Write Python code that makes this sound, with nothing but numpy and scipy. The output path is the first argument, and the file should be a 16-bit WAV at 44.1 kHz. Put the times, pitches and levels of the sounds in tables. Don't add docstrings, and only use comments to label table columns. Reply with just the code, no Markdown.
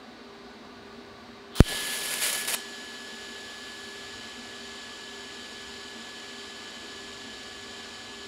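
import sys
import numpy as np
from scipy import signal
from scipy.fft import rfft, irfft, next_fast_len
from scipy.io import wavfile
from scipy.ndimage import uniform_filter1d

SR = 44100
rng = np.random.default_rng(int(sys.argv[2]) if len(sys.argv) > 2 else 0)


def inscribe(sig):
    pcm = np.round(np.clip(np.atleast_2d(sig).T, -1, 1) * 32767)
    wavfile.write(sys.argv[1], SR, pcm.astype(np.int16))


def field_ratio(decibels):
    return 10 ** (np.asarray(decibels, dtype=float) / 20)


N = 364707
T = np.arange(N) / SR

STRIKE_S = 1.60476
CLEAN_S = 2.553

# frequency in Hz, level in dB per Hz.
FAN_COLOUR = [(20, -42), (55, -18), (185, -18), (230, -5), (420, -11), (950, -15), (1300, -18.5),
              (1620, -15.5), (1900, -18.5), (3200, -23.5), (5300, -31), (8000, -39), (11000, -47),
              (16000, -51)]
# frequency in Hz, width in Hz, lift in dB.
FAN_HOUSING = [(65, 11, 5.5), (236.3, 64, 5), (290, 38, -3.5), (456, 16, 7.5), (731.5, 33, 8),
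               (1147, 54, 11.5), (1203, 11, 9), (1482, 20, 8.5), (3870, 470, 5.5), (4520, 910, 8)]
# time in seconds, gain in turns.
FAN_SLIP = [
    (0, -.19),
    (2.3, 4),
    (2.94, 5),
    (4.31, 7),
    (6.07, 10),
    (8.27, 13.42),
]
# start in seconds, length in seconds, level in dB.
RUMBLE_SWELLS = [
    (.76, .58, -56),
    (3.25, .65, -59),
    (4.002, 0.26, -49.5),
    (4.25, 1.5, -61),
    (5.55, .35, -55),
    (5.9, 1.1, -63),
    (7.0, 1.4, -54.5),
]
# start in seconds, rise in seconds, hold in seconds, rise in dB, top in dB, fall in dB per second.
ROAR_SHAPE = (1.52, 0.1, 0.12, 17, -38.5, 57)
# frequency in Hz, level in dB per Hz.
ROAR_COLOUR = [(1500, -37), (2700, -10), (3100, 3), (3600, -3), (4200, -4), (6000, -35)]
# frequency in Hz, level in dB per Hz.
STARTER_COLOUR = [(500, -17), (1000, 0.5), (2200, -7), (4200, 0), (5200, -5), (6500, -9), (10000, -8),
                  (13000, -20), (14700, -11), (16000, -6)]
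# frequency in Hz, width in Hz, lift in dB.
CUP_RINGS = [(1210, 120, 8), (3060, 230, 4)]
# start in seconds, rise in seconds, hold in seconds, rise in dB, top in dB, fall in dB per second.
FLAP_SHAPE = (1.59, 0.13, -0.1152, 24, -29.5, 127)
# frequency in Hz, level in dB per Hz.
FLAP_COLOUR = [(70, -41), (140, -4.5), (300, -1.5), (600, -4), (1000, -15), (3000, -50)]
COUPLING_HZ = (13.5, 22, 112)
# frequency in Hz, level in dB per Hz.
JET_COLOUR = [(300, -27), (900, -6), (1800, -2), (3500, 0.5), (5200, -4), (7500, -7), (10000, -22),
              (13000, -31), (16000, -51)]
# frequency in Hz, width in Hz, lift or notch in dB.
ARC_PATH = [(2680, 52, -6), (3040, 260, 7.5), (3960, 130, 6), (4200, 70, -2), (4560, 280, 5.5),
            (5330, 190, 4.5), (5550, 300, -6), (6340, 290, -11), (6860, 330, 5), (8500, 200, -8),
            (9120, 450, 4), (9940, 290, -6), (10380, 320, 6.5), (11330, 340, 9.5), (12000, 560, -11),
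            (12550, 270, 4), (12900, 300, -7), (14950, 400, -3), (15400, 350, 18)]
# frequency in Hz, level in dB per Hz.
SPUTTER_COLOUR = [(150, -20), (500, -1), (1200, -3.5), (2200, 4), (3500, 0.5), (6000, -1.5), (8000, -2),
                  (10500, 3), (13000, -5.5), (16000, -13.5)]
# time in seconds, level in dB.
SPUTTER_LEVEL = [
    (1.605, -37),
    (1.7, -37),
    (2.1, -35.5),
    (2.3, -32),
    (2.4, -34),
    (2.46, -41.5),
    (2.553, -33.5),
]
# start in seconds, length in seconds, lift at start in dB, lift at end in dB.
FLARES = [(1.707, 0.0092, -1, -4), (1.892, 0.021, 0, 1), (1.926, 0.066, 4, 2.5), (2.032, 0.031, -1, 4),
          (1.98, 0.0072, -11, -2), (2.109, 0.034, 1.5, 6.5), (2.165, 0.0075, -4, 0), (2.213, 0.056, 4.5, 6),
          (2.27, 0.041, 2, 3.5), (2.319, .005, -4, -4), (2.328, 0.016, 8, -1), (2.348, .008, 6, 0),
          (2.376, .012, 5, -2), (2.407, .006, -5, 6), (2.419, .012, 7, -3), (2.448, .008, 10, 1),
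          (2.476, 0.035, 10.5, 8), (2.514, 0.0068, 4, 7), (2.523, .027, 5.5, 10)]
# time in seconds, level in dB.
CURRENT = [(1.68, 7.5), (1.74, 8.5), (1.84, 9), (2.05, 5), (2.18, 6.5), (2.28, 5), (2.38, 8.5), (2.47, 6.5),
           (2.58, 0.5), (2.7, 1.5), (3.94, 0.8), (4.12, -1), (8.27, -3)]
# multiple of the base frequency, level in dB.
WHINE_PARTIALS = [(1, 0), (2, -16), (3, -17), (4, -19), (5, -31), (6, -21), (8, -38)]
# time in seconds, peak in dB, frequency in Hz.
PUFFS = [
    (1.7262, -22, 706),
    (1.747, -26, 550),
    (1.831, -28, 500),
    (2.0774, -33, 800),
]
# frequency in Hz, time to fall by 60 dB in seconds, echo level in dB.
ROOM = [(200, 1, -17), (630, 0.27, -7.5), (2020, 0.13, -14.5), (6000, 0.27, -6.5), (8500, 0.24, -6.5),
        (11000, .3, -23), (16000, .2, -14)]


def read(points, hz, axis=1):
    points = np.transpose(points)
    return np.interp(np.log(hz + 1), np.log(points[0] + 1), points[axis])


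def level(rows):
    s, db = np.transpose(rows)
    return field_ratio(np.interp(T, s, db)) * (T >= s[0]) * (T <= s[-1])


def evened(x):
    return x / np.sqrt(np.mean(x ** 2) + 1e-20)


def noise(spectrum, lifts=()):
    size = next_fast_len(N)
    hz = np.fft.rfftfreq(size, 1 / SR)
    db = read(spectrum, hz)
    for centre, width, lift_db in lifts:
        db = db + lift_db / (1 + (2 * (hz - centre) / width) ** 2)
    coloured = rfft(rng.standard_normal(N), size) * field_ratio(db)
    return evened(irfft(coloured, size)[:N])


def drift(hz):
    lowpass = signal.butter(2, hz, fs=SR, output="sos")
    return evened(signal.sosfilt(lowpass, rng.standard_normal(N)))


def burst(start, rise, hold, rise_db, top_db, fall_db):
    age = T - start
    climb = rise_db * np.maximum(1 - age / rise, 0)
    fall = fall_db * np.maximum(age - rise - hold, 0)
    return field_ratio(top_db - climb - fall) * (age >= 0)


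def current_db():
    return np.interp(T, *np.transpose(CURRENT))


def settling(excess_db, settle_s):
    return excess_db * np.exp(-np.abs(T - CLEAN_S) / settle_s)


def fan_air():
    return field_ratio(-47.5 + 0.25 * drift(hz=2.9)) * noise(FAN_COLOUR, FAN_HOUSING)


def fan_blades():
    blade_hz, slower_db, faster_db = 398.4, -62, -55
    turns = np.cumsum(blade_hz + 0.19 * drift(hz=1.6)) / SR
    faster_turns = turns + np.interp(T, *np.transpose(FAN_SLIP))
    slower = field_ratio(slower_db) * np.sin(2 * np.pi * turns)
    faster = field_ratio(faster_db) * np.sin(2 * np.pi * faster_turns)
    return np.sqrt(2) * (slower - faster)


def rumble():
    bed_db, edge_s = -64, 0.13
    gain = field_ratio(bed_db)
    for start, length, db in RUMBLE_SWELLS:
        to_edge = np.minimum(T - start, start + length - T)
        gain = gain + field_ratio(db) * np.clip(to_edge / edge_s + 0.5, 0, 1)
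    return field_ratio(-9.5) * gain * noise([(20, -40), (40, -7), (65, 0.5), (115, 0.5), (200, -41)])


def cup_roar():
    return burst(*ROAR_SHAPE) * field_ratio(2.0 * drift(hz=150)) * noise(ROAR_COLOUR)


def starter_sparks():
    start_s, start_db, growth_db, growth_s = 1.5532, -38, 3.5, 0.024
    growth = np.clip((T - start_s) / growth_s, 0, 1)
    gain = field_ratio(start_db + growth_db * growth) * (T >= start_s) * (T < STRIKE_S)
    return gain * field_ratio(1.3 * drift(hz=500)) * noise(STARTER_COLOUR, CUP_RINGS)


def arc_flap():
    start, rise = FLAP_SHAPE[:2]
    rest = field_ratio(-52.5) * (T > start + rise) * (T < CLEAN_S)
    gain = np.maximum(burst(*FLAP_SHAPE), rest)
    return gain * field_ratio(3.7 * drift(hz=40)) * noise(FLAP_COLOUR)


def strike_pop():
    age = T - STRIKE_S
    surge = -3.4 * np.exp(-np.abs(age) / 0.004) * (age >= 0)
    for hz in COUPLING_HZ:
        surge = signal.lfilter(*signal.butter(1, hz, "high", fs=SR), surge)
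    recharge = 0.012 * np.exp(-np.abs(age) / 0.06) * (1 - np.exp(-(age / 0.045) ** 4)) * (age >= 0)
    dip = 0.008 * np.exp(-((age - 0.04) / 0.012) ** 2)
    kick = np.maximum(age - 0.0016, 0)
    fizz = 0.04 * (kick > 0) * rng.standard_normal(N)
    ring = 0.17 * np.sin(2 * np.pi * 1630 * kick)
    return surge + recharge - dip - np.exp(-kick / 0.0005) * (ring + fizz)


def jet():
    young_db = -36.5 - 5.5 * (T - STRIKE_S)
    steady_db = -45 + settling(excess_db=3, settle_s=0.12)
    gain = field_ratio(np.where(T < CLEAN_S, young_db, steady_db)) * (T > STRIKE_S)
    roughness_db = 0.14 + 0.99 * gain / gain.max()
    return gain * field_ratio(roughness_db * drift(hz=90)) * noise(JET_COLOUR, ARC_PATH)


def sputter():
    lift_db = np.zeros(N)
    for start, length, first_db, last_db in FLARES:
        lift_db += np.interp(T, (start, start + length), (first_db, last_db), 0, 0)
    flicker_db = 0.9 * drift(hz=80) + 1.4 * drift(hz=500)
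    fizz_db = -63.5 + 1.9 * current_db() + settling(excess_db=11, settle_s=0.07)
    fizz = (T > CLEAN_S) * field_ratio(fizz_db)
    gain = uniform_filter1d(level(SPUTTER_LEVEL) * field_ratio(lift_db) + fizz, size=30)
    near = [(hz, width, 0.45 * db) for hz, width, db in ARC_PATH]
    return gain * field_ratio(flicker_db) * noise(SPUTTER_COLOUR, near)


def whine():
    turns = np.cumsum(1709.5 + 0.431 * drift(hz=1)) / SR
    stack = np.zeros(N)
    for multiple, db in WHINE_PARTIALS:
        stack += field_ratio(db) * np.sin(2 * np.pi * (multiple * turns + rng.random()))
    rise = np.clip((T - 1.638) / 0.032, 0, 1)
    return np.sqrt(2) * field_ratio(-49 + current_db() + 0.65 * drift(hz=25)) * rise * stack


def puffs():
    out, t = np.zeros(N), np.arange(300) / SR
    for start, peak_db, hz in PUFFS:
        fade = field_ratio(peak_db - 8.7 * t / 0.001)
        out[round(start * SR):][:300] += fade * np.sin(2 * np.pi * hz * t)
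    return out


def room(x):
    hz, t, bands = signal.stft(rng.standard_normal(SR // 2), SR, nperseg=256)
    t60 = read(ROOM, hz)[:, None]
    wet_db = read(ROOM, hz, axis=2)[:, None]
    even_energy = np.sqrt(6 * np.log(10) / t60 / SR)
    shape = field_ratio(wet_db - 60 * t / t60) * even_energy
    tail = signal.istft(bands * shape, SR, nperseg=256)[1]
    return signal.fftconvolve(x, np.r_[np.zeros(120), tail])[:N]


def scene():
    ignition = cup_roar() + starter_sparks() + arc_flap()
    airborne = fan_air() + ignition + jet() + sputter() + puffs()
    mono = airborne + room(airborne) + whine() + fan_blades() + rumble()
    return np.array([mono, mono])


def low_pass(x):
    return signal.sosfilt(signal.butter(12, 16900, fs=SR, output="sos"), x)


def record(dry):
    age = T - STRIKE_S
    duck_db = -12.0 * np.clip(1.4 - age / 0.065, 0, 1) * (age >= 0)
    edge = signal.firwin(1023, 15760, window=("kaiser", 9), fs=SR)
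    limited = signal.oaconvolve(dry * field_ratio(duck_db), edge[None], "same")
    clipped = np.clip(limited + strike_pop(), -1, 1)
    smoothing = signal.firwin(63, 16500, window=("kaiser", 6), fs=SR)
    mix = signal.oaconvolve(clipped, smoothing[None], "same")
    return low_pass(mix)


dry = scene()
out = record(dry)
inscribe(out)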